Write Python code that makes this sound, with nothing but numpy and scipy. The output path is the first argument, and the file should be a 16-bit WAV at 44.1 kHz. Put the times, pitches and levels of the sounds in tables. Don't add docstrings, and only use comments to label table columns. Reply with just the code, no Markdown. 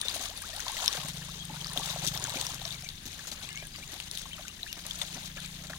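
import sys
import numpy as np
from scipy import signal
from scipy.fft import rfft, irfft, next_fast_len
from scipy.io import wavfile
from scipy.ndimage import uniform_filter1d, map_coordinates

SR = 44100
rng = np.random.default_rng(int(sys.argv[2]) if len(sys.argv) > 2 else 0)


def store_pcm(level_fs):
    pcm = np.round(np.clip(level_fs, -1, 1) * 32767).astype(np.int16)
    wavfile.write(sys.argv[1], SR, np.atleast_2d(pcm).T)


N = 254898

# time in seconds, spray level in dB, gurgle level in dB, both before surges.
STIRRING = [(0.0, -51, -45), (0.1, -42, -47.5), (0.3, -45, -47.5), (0.42, -49, -53), (0.6, -46.5, -49),
            (0.7, -43.5, -45.5), (0.95, -43.5, -41.5), (1.15, -49, -52.5), (1.5, -51, -53),
            (1.75, -44, -44), (1.9, -45, -47.5), (2.2, -44.5, -43), (2.33, -44, -44), (2.7, -47, -50.5),
            (3.0, -57, -61.5), (3.3, -50.5, -53), (3.8, -54.5, -57.5), (4.2, -51, -58), (4.7, -53, -57),
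            (5.0, -50.5, -57), (5.78, -52, -56)]


def amp(db):
    return 10 ** (np.asarray(db) / 20)


def unit(x):
    return x / np.sqrt(np.mean(x ** 2) + 1e-20)


def along(points, hz):
    point_hz, value = np.transpose(points)
    return np.interp(np.log(hz + 1), np.log(point_hz + 1), value)


def curves(rows):
    s, *columns = np.transpose(rows)
    return [np.interp(np.arange(N) / SR, s, column) for column in columns]


def wobble(knots_per_s):
    knots = rng.standard_normal(int(N * knots_per_s / SR) + 4)
    return map_coordinates(knots, [np.arange(N) * knots_per_s / SR])


def filtered(x, response):
    m = 2 * next_fast_len(N // 2 + SR // 4)
    return irfft(rfft(x, m) * response(np.fft.rfftfreq(m, 1 / SR)), m)[..., :N]


def causal(db):
    cepstrum = irfft(np.log(amp(db)))
    half = len(cepstrum) // 2
    cepstrum[1:half] *= 2
    cepstrum[half + 1:] = 0
    return np.exp(rfft(cepstrum))


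def pops(s, db, hz, last_hz, ms, late_ms, size):
    ports = []
    for start_s in (s + late_ms / 1000, s):
        index = np.floor(start_s * SR).astype(int)[:, None] + np.arange(size)
        t = np.maximum(index / SR - start_s[:, None], 0)
        u = t / (ms[:, None] / 1000)
        turns = hz[:, None] * t * (1 + (last_hz / hz - 1)[:, None] * u / 2)
        swell = 2.36 * u * np.exp(1 - 2.63 * u)
        wave = amp(db)[:, None] * swell * np.sin(2 * np.pi * turns)
        ports.append(np.bincount(np.clip(index, 0, N).ravel(), wave.ravel(), N + 1)[:N])
    return np.array(ports)


def lesser(table, level_db, hz, ms, count):
    s = rng.random(count) * (N - 1) / SR
    loud, tone, long = rng.standard_normal((3, count))
    db = level_db[(s * SR).astype(int)] + 3 * loud
    extra = [s, db, hz * 2 ** np.clip(0.539 * tone, -1, 1), ms * np.exp(0.4 * long)]
    return np.hstack([np.transpose(table), extra])


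def distance():
    # frequency in Hz, rms level in dB about which it wavers, as at 3 s.
    hum_tones = [(41.3, -69), (82.4, -61), (207, -70)]
    # frequency in Hz, relative gain in dB.
    rumble_spectrum = [(12, -22), (20, 6), (83, -1.5), (106, -5.5), (130, -3), (195, -5.5), (372, -14.5),
                       (500, -26), (650, -63), (1100, -120)]
    fade_db_per_s = 0.61
    t = np.arange(N) / SR
    hum = np.zeros(N)
    for hz, db in hum_tones:
        level = np.sqrt(2) * amp(db + 0.38 * wobble(2.05) - fade_db_per_s * (t - 3.0))
        hum += level * np.sin(2 * np.pi * hz * t + 0.5 * wobble(2.86))
    mid, side = filtered(rng.standard_normal((2, N)), lambda hz: amp(along(rumble_spectrum, hz)))
    rumble = unit(np.array([mid + amp(-14) * side, mid - amp(-12) * side]))
    return hum + amp(-54) * rumble


def motorbike():
    # time in seconds, level in dB, favoured exhaust note in Hz.
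    level_note = [(.95, -61, 150), (.99, -49, 146), (1.15, -42, 165), (1.35, -47.5, 156), (1.76, -44, 153),
                  (1.97, -44.5, 154), (2.1, -39.5, 151), (2.25, -46, 134), (2.52, -50, 140),
                  (2.8, -49, 142), (3.02, -58, 156), (3.3, -58, 162.4), (3.52, -51.5, 146),
                  (3.9, -55.5, 155), (4.1, -54, 162), (4.61, -59.5, 170), (5.1, -47.5, 173),
                  (5.78, -45.5, 161)]
    # time in seconds, firings per second.
    firing = [(.95, 16.9), (1.03, 17), (1.15, 24.1), (1.23, 27.8), (1.3, 27.6), (1.49, 23.8), (1.54, 23.3),
              (1.61, 23.7), (2.12, 24.4), (2.4, 25.3), (2.79, 25.5), (3.14, 26.3), (3.91, 26.6),
              (4.64, 28.6), (4.93, 28.7), (5.78, 29.85)]
    # multiple of the firing rate, relative level in dB.
    low_orders = [(1, -19), (2, -11)]
    width_hz, treble_loss_hz = 60, 195
    db, note_hz = curves(level_note)
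    firing_hz = curves(firing)[0]
    running = np.arange(N) >= firing[0][0] * SR
    angle = 2 * np.pi * (np.cumsum(firing_hz * running) / SR + 0.422)
    sound = sum(amp(level_db) * np.cos(order * angle) for order, level_db in low_orders)
    for order in range(3, 12):
        hz = order * firing_hz
        resonance = 1j * hz * width_hz / (note_hz ** 2 - hz ** 2 + 1j * hz * width_hz)
        ring = resonance ** 2 / (1 + (hz / treble_loss_hz) ** 8)
        sound += amp(1.4 * wobble(5)) * np.real(ring * np.exp(1j * order * angle))
    return amp(db) * running * sound


def peeps():
    # start in seconds, length in seconds, first, middle and last Hz, mean level in dB
    whistles = [(0.022, 0.053, 3430, 3550, 3420, -49), (1.332, .035, 2700, 3000, 2800, -58),
                (1.393, 0.037, 3240, 3300, 3380, -49), (2.721, 0.039, 2110, 2330, 2100, -48.5),
                (2.838, 0.049, 2256, 2360, 2190, -53), (3.425, 0.099, 2160, 2630, 2870, -53),
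                (3.489, 0.088, 1720, 1705, 1660, -56), (3.496, 0.055, 2020, 2100, 2080, -53),
                (3.552, 0.051, 2120, 2260, 2300, -45), (3.599, 0.032, 2150, 2310, 2440, -51),
                (3.625, 0.041, 1690, 1680, 1660, -53), (3.716, 0.072, 4700, 4860, 4680, -57),
                (3.801, 0.034, 1530, 1946, 2370, -60), (3.894, 0.035, 1700, 2000, 2080, -56),
                (4.309, 0.046, 1896, 3100, 2460, -48), (4.47, 0.054, 1700, 2870, 2620, -55),
                (4.664, 0.059, 1520, 2920, 2540, -49), (4.852, 0.036, 2210, 2420, 2200, -64)]
    out = np.zeros((2, N))
    flutter_db, quaver = 3 * wobble(130), 1 + 0.0193 * wobble(150)
    for s, length_s, first_hz, middle_hz, last_hz, db in whistles:
        u, at = np.linspace(0, 1, round(length_s * SR)), round(s * SR)
        parabola = np.polyfit([0, 0.5, 1], [first_hz, middle_hz, last_hz], deg=2)
        hz = np.polyval(parabola, u) * quaver[at:][:len(u)]
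        level = amp(db + flutter_db[at:][:len(u)]) * np.sin(np.pi * u) ** 0.16
        note = level * np.sin(2 * np.pi * np.cumsum(hz) / SR)
        out[0, at + 8:][:len(u)] += note
        out[1, at:][:len(u)] += note
    return out


def banks(x):
    t = np.arange(SR // 8) / SR
    decay = amp(-60 * t / 0.05) * (t > 0.0015)
    tail = rng.standard_normal((2, len(t))) * decay
    return signal.fftconvolve(x, tail / np.linalg.norm(tail[0]), axes=1)[:, :N]


def hiss(alike, patchy_db):
    # frequency in Hz, relative gain in dB.
    fizz_spectrum = [(300, -15), (600, -3.5), (800, -3), (1200, -8), (1600, 2), (3000, 0), (5000, -8.5),
                     (8000, -7.5), (11000, -7.5), (16000, -11)]
    z = signal.stft(rng.standard_normal((3, N)), nperseg=256)[2]
    patches = rng.standard_normal(z.shape[1:])
    patches = uniform_filter1d(uniform_filter1d(patches, 8, 0), 4, 1)
    one, left, right = signal.istft(z * amp(patchy_db * unit(patches)), nperseg=256)[1][:, :N]
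    shared = np.array([np.roll(one, shift=9), one])
    pair = np.sqrt(alike) * shared + np.sqrt(1 - alike) * np.array([left, right])
    return unit(filtered(pair, lambda hz: amp(along(fizz_spectrum, hz))))


def swarm(count, hz, octaves, cycles, rise, spread_db, late_ms, size):
    even, bell = rng.random((count, 3)), rng.standard_normal((count, 2))
    pitch_hz = np.clip(hz * 2 ** (octaves * bell[:, 0]), 300, 16000)
    ms = 1000 * cycles * np.exp(0.4 * bell[:, 1]) / pitch_hz
    ms = np.minimum(ms, 300 * size / SR)
    db = -spread_db * np.log(even[:, 1] + 0.0014)
    lag_ms = late_ms * (0.36 + 1.41 * even[:, 2])
    return unit(pops(even[:, 0] * N / SR, db, pitch_hz, pitch_hz * rise, ms, lag_ms, size))


def splashing():
    spray_db, gurgle_db = curves(STIRRING)
    surge = amp(2.02 * wobble(9) + 1.7 * wobble(40) + 1.34 * wobble(170))
    crackle = swarm(count=12000, hz=5570, octaves=0.82, cycles=5.8, rise=1.036,
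                    spread_db=2.5, late_ms=0.2225, size=96)
    spatter = swarm(count=2500, hz=8900, octaves=0.51, cycles=1.4, rise=0.91,
                    spread_db=2.5, late_ms=0.234, size=24)
    plips = swarm(count=1200, hz=2632, octaves=0.664, cycles=14.0, rise=1.1,
                  spread_db=2.5, late_ms=0.2, size=400)
    gurgle = swarm(count=2000, hz=916, octaves=0.613, cycles=8.4, rise=1.249,
                   spread_db=1.0, late_ms=0.17, size=700)
    glides = swarm(count=260, hz=799.8, octaves=0.55, cycles=18, rise=1.45,
                   spread_db=2.0, late_ms=0.21, size=4000)
    spray = amp(-5.5) * hiss(alike=0.4, patchy_db=1.5) + amp(-4.0) * crackle
    spray += amp(-10.5) * plips + amp(-10.0) * spatter
    low = amp(-6.5) * gurgle + amp(-12) * glides
    stream = amp(-56.5) * hiss(alike=0.11, patchy_db=4.5)
    return surge * (amp(spray_db) * spray + amp(gurgle_db) * low) + stream


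def slaps():
    # start in seconds, spray, slosh and thump level in dB.
    hits = [(0.138, -39.5, -46, -52.5), (0.193, -63, -52, -51.5), (0.665, -55, -44, -75),
            (0.766, -44, -49, -71), (0.84, -43.5, -56, -69), (0.944, -42.5, -45.5, -68),
            (1.047, -59, -53, -54), (1.083, -43.5, -65, -53), (1.501, -65, -53, -44),
            (1.766, -41.5, -48, -47), (1.9, -48, -66, -69), (1.96, -52, -49, -64), (2.036, -40, -42, -44.5),
            (2.071, -35.5, -59, -50), (2.222, -50, -49, -46), (2.353, -47, -51, -44),
            (2.531, -54, -50, -48.5), (3.054, -43.5, -53.5, -48), (3.185, -54, -65, -70),
            (3.27, -45, -49.5, -70), (3.314, -44.5, -48, -53.5), (3.428, -49, -52, -52.5),
            (3.779, -51, -53.5, -52), (3.93, -66, -49, -51.5), (4.18, -46, -61, -75),
            (4.385, -70, -50.5, -70), (4.768, -65, -48, -55), (4.849, -54, -45.5, -66),
            (5.012, -45, -44.5, -69), (5.155, -72, -47, -48), (5.25, -47, -63, -70), (5.366, -67, -48, -58),
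            (5.634, -53, -48.5, -65), (5.696, -49, -43.5, -52.5)]
    # frequency in Hz, relative gain in dB.
    spray_spectrum = [(1500, -39), (2500, 2.5), (8000, 4), (16000, -5.5)]
    slosh_spectrum = [(350, -41), (550, 2), (1000, -5), (2300, -5.5), (3500, -33)]
    thump_spectrum = [(150, -15), (240, 2.5), (400, -6.5), (600, -36)]
    rise_s, fall_s = 0.0015, 0.026
    t = np.arange(SR // 5) / SR
    shape = (1 - np.exp(-t / rise_s)) * np.exp(-(t / fall_s) ** 2)
    swell = np.zeros((3, N + SR))
    for s, *db in hits:
        swell[:, round(s * SR):][:, :len(t)] += amp(np.array(db)[:, None]) * shape
    out = np.zeros((2, N))
    spectra = (spray_spectrum, slosh_spectrum, thump_spectrum)
    for level, spectrum, apart_db in zip(swell[:, :N], spectra, (-3, -12, -14)):
        lumpy = amp(3.0 * wobble(300)) * rng.standard_normal((3, N))
        one, *own = filtered(lumpy, lambda hz: amp(along(spectrum, hz)))
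        shared = np.array([np.roll(one, shift=7), one])
        out += level * unit(shared + amp(apart_db) * np.array(own))
    return out


def climbers():
    # start in seconds, nominal peak in dB, start pitch in Hz, pitch after the time scale in Hz,
    # time scale in ms.
    long_bubbles = [(.085, -48, 900, 1364, 22), (.29, -47.5, 523, 854, 39), (.435, -43, 1110, 1610, 22),
                    (.53, -45, 556, 750, 21.4), (.785, -43, 850, 1200, 13), (.865, -47, 900, 1195, 22),
                    (.965, -46, 1320, 1760, 25), (1.283, -45, 816, 1280, 14), (2.155, -44, 720, 1495, 30),
                    (2.355, -42, 500, 1000, 13), (2.42, -45, 680, 900, 15), (3.95, -49, 650, 900, 23)]
    s, db, hz, last_hz, ms = np.transpose(long_bubbles)
    return pops(s, db, hz, last_hz, ms, np.full(len(s), 0.14), size=4000)


def bubbles():
    # start in seconds, nominal peak in dB, start pitch in Hz, time scale in ms.
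    loud_bubbles = [(0.028, -35, 1670, 2.5), (0.16, -34.5, 620, 4.4), (0.206, -37, 690, 5.3),
                    (0.243, -44, 636, 7), (0.257, -46, 1140, 9.5), (0.419, -41, 1560, 7),
                    (0.574, -40, 780, 6.6), (0.595, -36, 1470, 2.5), (0.665, -31, 930, 3.6),
                    (0.696, -34, 830, 6.8), (0.768, -32, 1930, 3.1), (0.84, -34, 960, 3.9),
                    (0.887, -41, 1070, 8.8), (0.945, -37, 1560, 3.5), (0.976, -39, 670, 4.6),
                    (1.22, -39.5, 1700, 3.3), (1.496, -40, 820, 11), (1.539, -40.5, 870, 7.6),
                    (1.618, -46.5, 900, 12), (1.659, -39, 1190, 4), (1.715, -40, 1680, 4.5),
                    (1.762, -31.5, 670, 3.8), (1.797, -30, 834, 3.2), (1.816, -39.5, 1080, 8.3),
                    (1.96, -28.5, 664, 3.1), (2.024, -36.5, 760, 8), (2.223, -44, 1570, 6.3),
                    (2.25, -33.5, 1500, 3.4), (2.28, -34, 860, 5.2), (2.305, -45, 1750, 4.2),
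                    (2.322, -39.5, 920, 11), (2.341, -34, 617, 3.3), (2.366, -41.5, 513, 31),
                    (2.503, -42, 1000, 10), (2.616, -40.5, 720, 4.8), (2.652, -41.5, 634, 13.5),
                    (2.861, -45.5, 2180, 11), (3.192, -40.5, 1630, 4.4), (3.589, -49, 2270, 9.6),
                    (3.625, -40.5, 620, 5), (3.826, -42, 2230, 6.2), (4.256, -38, 1050, 3.9),
                    (4.381, -42, 1250, 4.5), (4.393, -41.5, 618, 9.8), (4.45, -45, 1460, 8),
                    (4.663, -42, 1670, 4.2), (5.014, -36, 2070, 3.3), (5.167, -46, 735, 18),
                    (5.378, -39, 1610, 7.5), (5.451, -38, 2340, 2.8), (5.696, -42, 1330, 5.9),
                    (5.733, -32.5, 1640, 2.1)]
    lesser_db = curves(STIRRING)[1] + 3.5
    s, db, hz, ms = lesser(loud_bubbles, lesser_db, hz=996, ms=7.4, count=40)
    last_hz = 1.06 * hz
    late_ms = np.full(len(s), 0.14)
    out = pops(s, db, hz, last_hz, ms, late_ms, size=2600)
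    for _ in range(2):
        when, tone = rng.standard_normal((2, len(s)))
        ratio = 2 ** (0.305 * tone)
        out += pops(s + 0.006 * np.abs(when), db - 7.5, hz * ratio, last_hz * ratio * 1.1,
                    0.78 * ms, late_ms, size=1500)
    return out


def ticks():
    # start in seconds, level in dB to which ring, crack and snaps refer, ring pitch in Hz,
    # time scale in ms.
    loud_ticks = [(0.013, -24, 8830, 2.4), (0.0833, -22, 3630, 1.2), (0.1528, -27, 9600, 1.4),
                  (0.373, -35.5, 10500, 5), (0.4204, -28.5, 8800, 0.82), (0.5638, -27, 8700, 0.76),
                  (0.5949, -30, 9200, 0.89), (0.6031, -26.5, 5800, 0.89), (0.6817, -25, 4100, 0.68),
                  (0.7682, -26, 2600, 0.71), (0.842, -33, 7400, 1.4), (0.8598, -17.5, 7300, 0.46),
                  (0.879, -12, 5140, 1.47), (0.9273, -25, 5570, 1.0), (1.084, -29, 8500, 1.3),
                  (1.4518, -31, 8150, 1.7), (1.6118, -32.5, 3000, 2.6), (1.6445, -30.5, 4540, 1.9),
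                  (1.6693, -28, 5250, 1.1), (1.7745, -19, 3200, 0.98), (1.9006, -33.5, 3620, 3.6),
                  (1.9094, -30, 4030, 0.99), (2.055, -25, 7500, 1.2), (2.066, -25, 5400, 1.4),
                  (2.0743, -25, 5670, 0.52), (2.0841, -26.5, 3220, 1.3), (2.1749, -27, 5250, 1.5),
                  (2.1976, -32, 9240, 1.2), (2.2406, -23, 6600, 0.66), (2.2951, -27, 7260, 1.4),
                  (2.3021, -33, 4970, 0.79), (2.3694, -33, 2340, 5.7), (2.4117, -22, 7600, 2),
                  (2.467, -24.5, 5440, 1.33), (2.5449, -28, 11000, 0.82), (2.6524, -29, 5400, 1.9),
                  (2.706, -38.5, 3450, 3.9), (2.7255, -31, 4270, 0.9), (2.8231, -36, 5030, 1),
                  (2.8425, -40, 6000, 3.9), (2.889, -27.5, 4040, 0.42), (3.0628, -34, 13400, 0.56),
                  (3.2711, -35, 6750, 1.9), (3.3184, -36, 4220, 1.3), (3.4901, -31, 7550, 0.91),
                  (3.5294, -32, 8800, 0.66), (3.5746, -29.5, 2700, 1.5), (3.6704, -30.5, 9400, 0.9),
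                  (3.9405, -29.5, 11200, 0.84), (4.0012, -25, 2620, 0.82), (4.1127, -28, 9000, 1.5),
                  (4.1522, -29.5, 4480, 0.63), (4.1738, -26, 9900, 0.93), (4.3323, -34, 2800, 1.2),
                  (4.4819, -30.5, 2480, 0.71), (4.6305, -31, 3830, 2.25), (4.7281, -29.5, 10960, 1.5),
                  (4.8654, -27, 10240, 0.89), (4.9093, -29, 3240, 2.2), (5.0154, -28.5, 3330, 3.3),
                  (5.373, -34, 2530, 2), (5.4026, -32.5, 10500, 0.51), (5.4605, -32, 7320, 0.71)]
    lesser_db = curves(STIRRING)[0] + 11
    s, db, hz, ms = lesser(loud_ticks, lesser_db, hz=6490, ms=1.4, count=50)
    late_ms = 0.236 + 0.078 * rng.standard_normal(len(s))
    out = pops(s, db - 3.0, hz, 1.074 * hz, ms, late_ms, size=300)
    crack_hz = np.full(len(s), 11500)
    out += pops(s + 0.000214, db - 2, crack_hz, crack_hz, 1100 / crack_hz, late_ms, size=24)
    for _ in range(4):
        when, tone, loud = rng.standard_normal((3, len(s)))
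        snap_hz = np.clip(7000 * 2 ** (0.9 * tone), 2000, 15000)
        snap_s = s + 0.0006 * ms * np.abs(when)
        out += pops(snap_s, db - 6 + 3.16 * loud, snap_hz, snap_hz, 1600 / snap_hz, late_ms, size=64)
    return out


def scene():
    near = ticks() + bubbles() + climbers() + peeps()
    near += amp(-12) * banks(near)
    return near + slaps() + splashing() + motorbike() + distance()


def record(dry):
    # frequency in Hz, gain in dB.
    left_gain = [(300, 1), (900, 1), (1500, 2.5), (2500, 5.5), (3100, 10), (3750, 15), (4600, 10.5),
                 (5600, 8.5), (6400, 13), (7600, 6.5), (9000, 6.5), (15000, 4)]
    top_hz = 15900
    left = filtered(dry[0], lambda hz: causal(along(left_gain, hz)))
    return filtered(np.array([left, dry[1]]), lambda hz: hz < top_hz)


dry = scene()
out = record(dry)
store_pcm(out)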